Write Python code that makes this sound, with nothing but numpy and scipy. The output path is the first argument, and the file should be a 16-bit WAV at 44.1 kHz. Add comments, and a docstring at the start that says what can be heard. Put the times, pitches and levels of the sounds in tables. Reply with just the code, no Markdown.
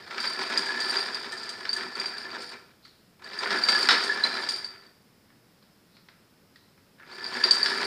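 """The clutch of an opened motorcycle engine is spun by hand three times, close by in a small workshop.
Gear teeth chatter into the crankcase, the slack timing chain jingles and the clutch drum sings: contact
noise through filters and damped modes. Timed knocks, steel clinks and drum pings come on top.
Between the spins only small ticks and faint finger squeaks sound over the quiet room."""
import sys
import numpy as np
from scipy import signal
from scipy.fft import rfft, irfft, next_fast_len
from scipy.io import wavfile
from scipy.ndimage import uniform_filter1d

SR = 44100
rng = np.random.default_rng(int(sys.argv[2]) if len(sys.argv) > 2 else 0)


def bounce(signal):
    """Save signal as a 16-bit WAV file at the path given by the first command-line argument."""
    frames = np.transpose(np.atleast_2d(signal))
    limited = np.clip(frames, -1, 1)
    pcm = np.round(limited * 32767).astype(np.int16)
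    wavfile.write(sys.argv[1], SR, pcm)


N = 346610
T = np.arange(N) / SR


def undb(db):
    """Decibels to gain."""
    return 10 ** (np.asarray(db) / 20)


def unit(x):
    """Scale to rms 1."""
    return x / np.sqrt(np.mean(x ** 2))


def add(track, start_s, sound):
    """Mix a sound into the track at start_s."""
    start = max(int(start_s * SR), 0)
    track[start:start + len(sound)] += sound[:N - start]


def colour(x, points, size=4096):
    """Minimum-phase filter through (freq_hz, level_db) points; keeps the power of white noise."""
    freq_hz, level_db = np.transpose(points)
    grid_hz = np.maximum(np.fft.rfftfreq(size, 1 / SR), 1)
    grid_db = np.interp(np.log(grid_hz), np.log(freq_hz), level_db)
    # folding the cepstrum makes the response causal
    cepstrum = irfft(np.log(undb(grid_db)))
    cepstrum[1:size // 2] *= 2
    cepstrum[size // 2 + 1:] = 0
    response = irfft(np.exp(rfft(cepstrum)))
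    return signal.fftconvolve(x, response / np.linalg.norm(response))[:N]


def ring(x, modes):
    """Drive damped modes (freq_hz, width_hz, level_db); keeps the power of white noise."""
    t = T[:SR // 4]
    response = np.zeros(len(t))
    for freq_hz, width_hz, level_db in modes:
        decay = np.exp(-np.pi * width_hz * t)
        response += undb(level_db) * width_hz * decay * np.sin(2 * np.pi * freq_hz * t)
    return signal.fftconvolve(x, response / np.linalg.norm(response))[:N]


def contacts(per_s, scatter_db, scrape_s):
    """Random contacts of uneven force, each a very short noise scrape; rms 1."""
    sizes = undb(scatter_db * np.clip(rng.standard_normal(N), -2, 2))
    hits = sizes * (rng.random(N) < per_s / SR)
    power = signal.lfilter([1], [1, -np.exp(-2 / (scrape_s * SR))], hits ** 2)
    return unit(np.sqrt(power) * rng.standard_normal(N))


def sing(modes, steadiness=0.21):
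    """Modes fed by dense rubbing contacts, with their level swings partly evened out; rms 1."""
    rubbing = contacts(per_s=430, scatter_db=7, scrape_s=0.0035)
    tone = signal.hilbert(ring(rubbing, modes), next_fast_len(N))[:N]
    level = uniform_filter1d(np.abs(tone), SR // 200) + 1e-6
    return unit(tone.real / level ** steadiness)


def drift(size_samples):
    """Slow random wander, noise averaged twice over size_samples; rms 1."""
    once = uniform_filter1d(rng.standard_normal(N), size=size_samples)
    return unit(uniform_filter1d(once, size=size_samples))


def tone_swell(t, rise_s, decay_s):
    """Envelope of a short tone: soft rise, exponential decay, peak 1."""
    swell = (1 - np.exp(-(t / rise_s) ** 2)) * np.exp(-t / decay_s)
    return swell / swell.max()


def swells(rows, attack_s, release_s):
    """Gain of events (start_s, hold_s, level_db); release begins hold_s after the start."""
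    gain = np.zeros(N)
    t = T[:SR]
    for start_s, hold_s, level_db in rows:
        rise = np.minimum(t / attack_s, 1)
        add(gain, start_s, undb(level_db) * rise * np.exp(-np.maximum(t - hold_s, 0) / release_s))
    return gain


# Turning pace in the three spins, one list each: time_s, level_db [re full pace at BRISK_DB]
SPIN_PACE = [
    [(0.0, -49.5), (0.16, -46.5), (0.28, -38.5), (0.59, -37.5), (0.89, -33), (1.43, -43), (1.95, -43.5),
     (2.34, -43), (2.7, -67)],
    [(3.19, -62), (3.266, -48.5), (3.394, -41), (3.504, -34.5), (3.604, -32), (3.87, -28), (4.284, -37.5),
     (4.394, -33), (4.9, -67)],
    [(6.98, -63.5), (7.054, -55), (7.188, -46), (7.354, -36), (7.496, -35.5), (7.596, -33.5), (7.85, -29)],
]
BRISK_DB = -35


def pace():
    """Briskness of the turning: 1 at BRISK_DB, 0 outside the spins."""
    brisk = np.zeros(N)
    for rows in SPIN_PACE:
        turning = (T >= rows[0][0]) * (T < rows[-1][0] + .02)
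        brisk += turning * undb(np.interp(T, *np.transpose(rows)) - BRISK_DB)
    return brisk


# Gears under load: start_s, hold_s, level_db [drive]
GEAR_SURGES = [(0.1, 0.081, -42.5), (0.232, 0.019, -35.5), (0.38, 0.048, -34.5), (0.49, 0.11, -34.5),
               (0.69, 0.035, -38), (0.915, 0.04, -34.5), (1.57, 0.015, -51), (1.76, 0.08, -39.5),
               (1.96, 0.1, -39.5), (2.322, 0.048, -42), (2.385, 0.016, -43.5), (2.505, 0.032, -46.5),
               (3.21, 0.26, -51.5), (3.42, .03, -36), (3.503, 0.047, -29.5), (3.678, 0.037, -29),
               (3.887, .045, -28), (4.238, 0.03, -31.5), (4.33, 0.037, -41), (7.09, 0.066, -51.5),
               (7.35, 0.025, -37.5), (7.435, 0.022, -33), (7.82, .04, -36)]
CHATTER_DB, CHATTER_GROWTH = -38.5, 0.88  # drive at pace 1; power of the pace


def gear_drive(brisk):
    """Chatter grows with the pace; surges under load add in power."""
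    steady = undb(CHATTER_DB) * brisk ** CHATTER_GROWTH
    return np.hypot(steady, swells(GEAR_SURGES, attack_s=0.01, release_s=0.032))


# Tooth chatter spectrum: freq_hz, level_db [relative]
GEAR_COLOUR = [(250, -28.5), (550, -21), (950, 4.5), (1170, -0.5), (1400, 4), (1900, 4), (2400, -3.5),
               (2900, -9), (3700, -2), (5200, -13), (6000, -16), (9000, -26.5), (10000, -44),
               (15000, -46.5)]
# Crankcase resonances: freq_hz, width_hz, level_db [relative]
CRANKCASE_MODES = [(254, 11, -2), (310, 13, -7.5), (382.3, 30, 2.5), (395.8, 14, 0), (495, 10, -2),
                   (695, 16, 2.5), (946, 13, -4), (1071, 23, 2), (1239, 9.8, 3.5), (1368, 42, 4.5),
                   (1458, 43, 3), (2084, 15.6, 1), (2323, 92, -0.5), (2510, 30, -8)]
# Low rolling spectrum: freq_hz, level_db [relative]
ROLLING_COLOUR = [(110, -34.5), (175, -6), (240, -6.5), (400, 5), (600, 0), (800, 1), (1400, -39)]


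def gears(chatter, rumble_growth=0.88, lurch_db=0.14):
    """Teeth tap each other and ring the case; rolling and case grow more slowly than the taps."""
    force = chatter * undb(lurch_db * drift(400))  # slight flutter in the backlash
    rumble = force ** rumble_growth
    teeth = colour(force * contacts(per_s=420, scatter_db=5, scrape_s=0.0028), GEAR_COLOUR)
    walls = ring(rumble * contacts(per_s=350, scatter_db=5, scrape_s=0.0053), CRANKCASE_MODES)
    rolling = colour(rumble * contacts(per_s=1400, scatter_db=2, scrape_s=0.0018), ROLLING_COLOUR)
    return undb(-0.5) * teeth + undb(-8) * walls + undb(-14.5) * rolling


# Slack chain swinging: start_s, hold_s, level_db [drive]
CHAIN_SWINGS = [(0.2, 0.14, -35.5), (0.385, 0.12, -39.5), (0.6, 0.087, -41.5), (0.8, .13, -34.5),
                (0.98, 0.055, -37), (1.13, .11, -44.5), (1.36, 0.17, -44.5), (1.99, 0.11, -43),
                (2.17, 0.012, -32), (2.39, 0.12, -42), (3.69, 0.14, -30), (4.485, 0.083, -33.5),
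                (7.13, 0.25, -48), (7.53, 0.22, -41)]
JINGLE_DB, JINGLE_GROWTH = -38.5, 0.87  # drive at shaking 1; power of the shaking
CHAIN_START_PACE = 0.083  # at or below this only the swings drive the chain


def chain_drive(brisk):
    """Jingle grows with the pace above a threshold; swings of the slack chain add in power."""
    shaking = np.maximum(brisk - CHAIN_START_PACE, 0)
    steady = undb(JINGLE_DB) * shaking ** JINGLE_GROWTH
    return np.hypot(steady, swells(CHAIN_SWINGS, attack_s=.012, release_s=.022))


# Link click spectrum: freq_hz, level_db [relative]
LINK_COLOUR = [(1500, -32.5), (3000, -2), (3800, -2), (4700, 10.5), (5300, 7.5), (5800, -15), (8300, -12),
               (9100, -12.5), (9900, -41.5), (15000, -34.5)]
# Chain and loose steel resonances: freq_hz, width_hz, level_db [relative]
LOOSE_STEEL_MODES = [(4630, 39, -7.5), (4730, 30, -1.5), (4695, 59, 6), (5120, 42, -8), (6980, 90, -17.5),
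                     (8876, 56, -11), (13720, 1000, -47.5)]


def chain(chatter, jingle):
    """Links click over the sprocket, harder as the gears work, and keep the steel ringing."""
    clicks = contacts(per_s=360, scatter_db=1.5, scrape_s=0.0029)
    links = colour(np.sqrt(chatter * jingle) * clicks, LINK_COLOUR)
    steel = jingle * sing(LOOSE_STEEL_MODES, steadiness=0.093)
    return undb(-3.5) * links + undb(-2.5) * steel


# Clutch drum resonances: freq_hz, width_hz, level_db [relative]
CLUTCH_MODES = [(1692, 13, -4), (1749, 27, -1.5)]
SINGING_DB, SINGING_GROWTH = -40.5, 1.0  # at pace 1, before the sway; power of the pace


def drum(brisk, sway_db=3.0):
    """Meshing teeth keep the drum singing on a close pair of modes, with a swaying level."""
    sway = undb(sway_db * np.clip(drift(1500), -2, 2))
    return undb(SINGING_DB) * brisk ** SINGING_GROWTH * sway * sing(CLUTCH_MODES)


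# Single drum pings: start_s, level_db [before ping_db], pitch_hz
DRUM_PINGS = [(0.5758, -27, 1680), (0.665, -28, 1640), (0.6873, -22.5, 1692), (0.7849, -27, 1710),
              (1.3237, -26.5, 1778), (1.7594, -26.5, 1733), (2.1368, -32.5, 1630), (3.511, -23.5, 1700),
              (3.7237, -22, 1730), (3.7469, -17, 1707), (3.9608, -20, 1728), (4.0926, -19.5, 1714),
              (4.1169, -22, 1773), (4.2484, -26, 1740), (7.436, -24, 1836), (7.6556, -21, 1680),
              (7.7178, -24, 1682), (7.787, -33, 1696)]


def pings(rise_s=0.0044, decay_s=.014, ping_db=-3):
    """A tooth that lands squarely draws one short tone from the drum."""
    tones = np.zeros(N)
    t = T[:SR // 4]
    swell = tone_swell(t, rise_s, decay_s)
    for start_s, level_db, pitch_hz in DRUM_PINGS:
        add(tones, start_s, undb(level_db) * swell * np.sin(2 * np.pi * pitch_hz * t))
    return undb(ping_db) * tones


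# Backlash knocks: start_s, thud_db, edge_db [before the mix gains]
BACKLASH_KNOCKS = [(0.1093, -28, -44), (0.18, -19.5, -33.5), (0.24, -22.5, -36.5), (1.652, -23.5, -37),
                   (1.6697, -44, -52), (1.819, -32, -58), (2.8524, -43, -61), (3.332, -28, -40.5),
                   (3.458, -18.5, -50), (3.5056, -17.5, -29), (3.6856, -16.5, -27), (3.8877, -4, -13.5),
                   (3.907, -16, -22), (4.241, -17, -42), (4.759, -40, -66), (4.836, -63, -59.5),
                   (5.302, -48, -72.5), (5.625, -51.5, -59.5), (5.9673, -47.5, -58.5), (6.0862, -40.5, -56),
                   (6.559, -50, -56.5), (6.7762, -51, -75.5), (6.9973, -39, -68), (7.031, -41.5, -73),
                   (7.4368, -18, -23), (7.659, -19.5, -23)]
# Dull body of a blow: freq_hz, level_db [relative]
THUD_COLOUR = [(100, -38), (250, -15), (600, -15.5), (1000, -4.5), (1400, 4), (2100, 2.5), (2900, -10),
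               (4000, -24), (7000, -39)]
# Hard edge of a blow: freq_hz, level_db [relative]
EDGE_COLOUR = [(1500, -27), (3000, -2.5), (3900, 5.5), (5200, 5), (6200, -17.5), (9000, -22), (10500, -46),
               (15000, -48.5)]


def knocks(blow_s=0.0051, rattle_s=0.049, rattle_db=-12):
    """A tooth flank slams home, then the gear train rattles out: noise with a two-stage decay."""
    thuds, edges = np.zeros((2, N))
    t = T[:SR // 3]
    force = np.hypot(np.exp(-t / blow_s), undb(rattle_db) * np.exp(-t / rattle_s))
    for start_s, thud_db, edge_db in BACKLASH_KNOCKS:
        add(thuds, start_s, undb(thud_db) * force)
        add(edges, start_s, undb(edge_db) * force)
    thud = colour(thuds * rng.standard_normal(N), THUD_COLOUR)
    edge = colour(edges * rng.standard_normal(N), EDGE_COLOUR)
    return undb(-6.5) * thud + undb(4.0) * edge


# Loose steel strikes: start_s, ring_db, pitch_hz, snap_db [levels before the mix gains]
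STEEL_CLINKS = [(0.2019, -24, 4665, -40), (0.2711, -20, 4620, -61), (0.5745, -14, 4810, -31.5),
                (0.6585, -29, 4760, -44), (0.8026, -23, 4790, -37), (0.9679, -18, 4760, -52),
                (1.1453, -23, 4780, -43.5), (1.321, -32.5, 4800, -39.5), (1.3756, -33, 4760, -46),
                (1.4316, -31.5, 4830, -46), (1.491, -28.5, 4810, -39), (1.6918, -18, 4590, -52),
                (1.73, -19.5, 4730, -37), (1.7648, -25.5, 4700, -42), (1.953, -28, 4570, -46.5),
                (1.9982, -21, 4730, -42), (2.0581, -23.5, 4720, -45), (2.4185, -35, 4570, -45),
                (2.85, -45, 4540, -66), (3.243, -37.5, 4640, -55.5), (3.3885, -23, 4730, -43.5),
                (3.6365, -14, 4690, -41), (3.687, -11.5, 4660, -29.5), (3.8285, -17.5, 4590, -37),
                (4.0365, -25.5, 4580, -34), (4.237, -11.5, 4090, -58.5), (4.4887, -18, 4780, -34),
                (4.6443, -24.5, 4624, -48), (4.8642, -48, 4600, -68), (6.558, -48.5, 1890, -73),
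                (7.12, -38.5, 4500, -64), (7.2415, -25.5, 4710, -70), (7.2638, -25, 4680, -60),
                (7.439, -9, 4700, -53), (7.509, -5.5, 4636, -28.5), (7.543, -25, 4700, -39),
                (7.6295, -11.5, 4640, -39)]
# Bright snap spectrum: freq_hz, level_db [relative]
SNAP_COLOUR = [(1500, -13), (4000, 10), (7000, 1), (8300, 1), (9000, 5.5), (10000, -22.5), (13000, -17),
               (14600, -20.5)]


def clinks(rise_s=0.00092, decay_s=0.006, snap_s=0.015, bounce_s=0.03):
    """Each strike swells into one short steel tone, with a bright snap and a shiver of small bounces."""
    tones, snaps, bounces = np.zeros((3, N))
    t = T[:SR // 4]
    swell = tone_swell(t, rise_s, decay_s)
    for start_s, ring_db, pitch_hz, snap_db in STEEL_CLINKS:
        add(tones, start_s, undb(ring_db) * swell * np.sin(2 * np.pi * pitch_hz * t))
        add(snaps, start_s, undb(snap_db) * np.exp(-t / snap_s))
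        add(bounces, start_s, undb(ring_db) * np.exp(-t / bounce_s))
    snap = colour(snaps * rng.standard_normal(N), SNAP_COLOUR)
    shiver = bounces * contacts(per_s=1600, scatter_db=5, scrape_s=0.0013)
    bright = ring(shiver, LOOSE_STEEL_MODES)
    dull = colour(shiver, THUD_COLOUR)
    return undb(0.5) * tones + undb(2.0) * snap + undb(-17.5) * bright + undb(-30.5) * dull


# Finger slips on the resting drum: start_s, hold_s, level_db [before the mix gain]
FINGER_SLIPS = [(2.82, 0.061, -55), (5.89, 0.061, -61.5), (6.54, 0.086, -65.5)]


def fingers(squeak_hz=4200, width_hz=380):
    """Oily fingertips slip on the rim: fine contacts through one broad mode, a thin squeak."""
    slips = ring(contacts(per_s=450, scatter_db=1.5, scrape_s=0.0024), [(squeak_hz, width_hz, 0)])
    return undb(-3.0) * swells(FINGER_SLIPS, attack_s=.03, release_s=.07) * slips


def reverberate(x, t60_s, wet_db, gap_s):
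    """Nearby surfaces return a dense noise tail that builds over gap_s and decays by t60_s."""
    t = T[:SR]
    decay = np.exp(-np.log(1000) * t / t60_s)
    tail = rng.standard_normal(SR) * decay * (1 - np.exp(-(t / gap_s) ** 2))
    return x + undb(wet_db) * signal.fftconvolve(x, tail / np.linalg.norm(tail))[:N]


# Room air spectrum: freq_hz, level_db [relative]
ROOM_COLOUR = [(30, -15), (60, -11.5), (90, -2.5), (140, -1), (200, 1.5), (300, -4.5), (450, -7),
               (750, -13), (1450, -14), (3100, -19.5), (4200, -19.5), (5200, -15), (6000, -25.5),
               (15000, -25.5)]
WORKSHOP_DB = -60.5  # rms


def workshop():
    """Steady low murmur of the room air with a faint hiss: filtered noise."""
    return undb(WORKSHOP_DB) * unit(colour(rng.standard_normal(N), ROOM_COLOUR))


def scene():
    """The pace drives gears, chain and drum; timed strikes and slips join, then the room."""
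    brisk = pace()
    chatter = gear_drive(brisk)
    turning = gears(chatter) + chain(chatter, chain_drive(brisk)) + drum(brisk)
    engine = turning + pings() + knocks() + clinks() + fingers()
    # parts this small radiate almost no deep bass
    engine = signal.sosfilt(signal.butter(6, 190, "high", fs=SR, output="sos"), engine)
    room = reverberate(engine, t60_s=0.58, wet_db=-8.0, gap_s=0.0021)
    return (room + workshop())[None]


TOP_HZ = 15200


def record(dry, drive=0.31):
    """A phone softly rounds the loudest peaks and cuts the treble above TOP_HZ."""
    rounded = np.tanh(drive * dry) / drive
    return signal.sosfilt(signal.ellip(10, .2, 70, TOP_HZ, fs=SR, output="sos"), rounded)


dry = scene()
out = record(dry)
bounce(out)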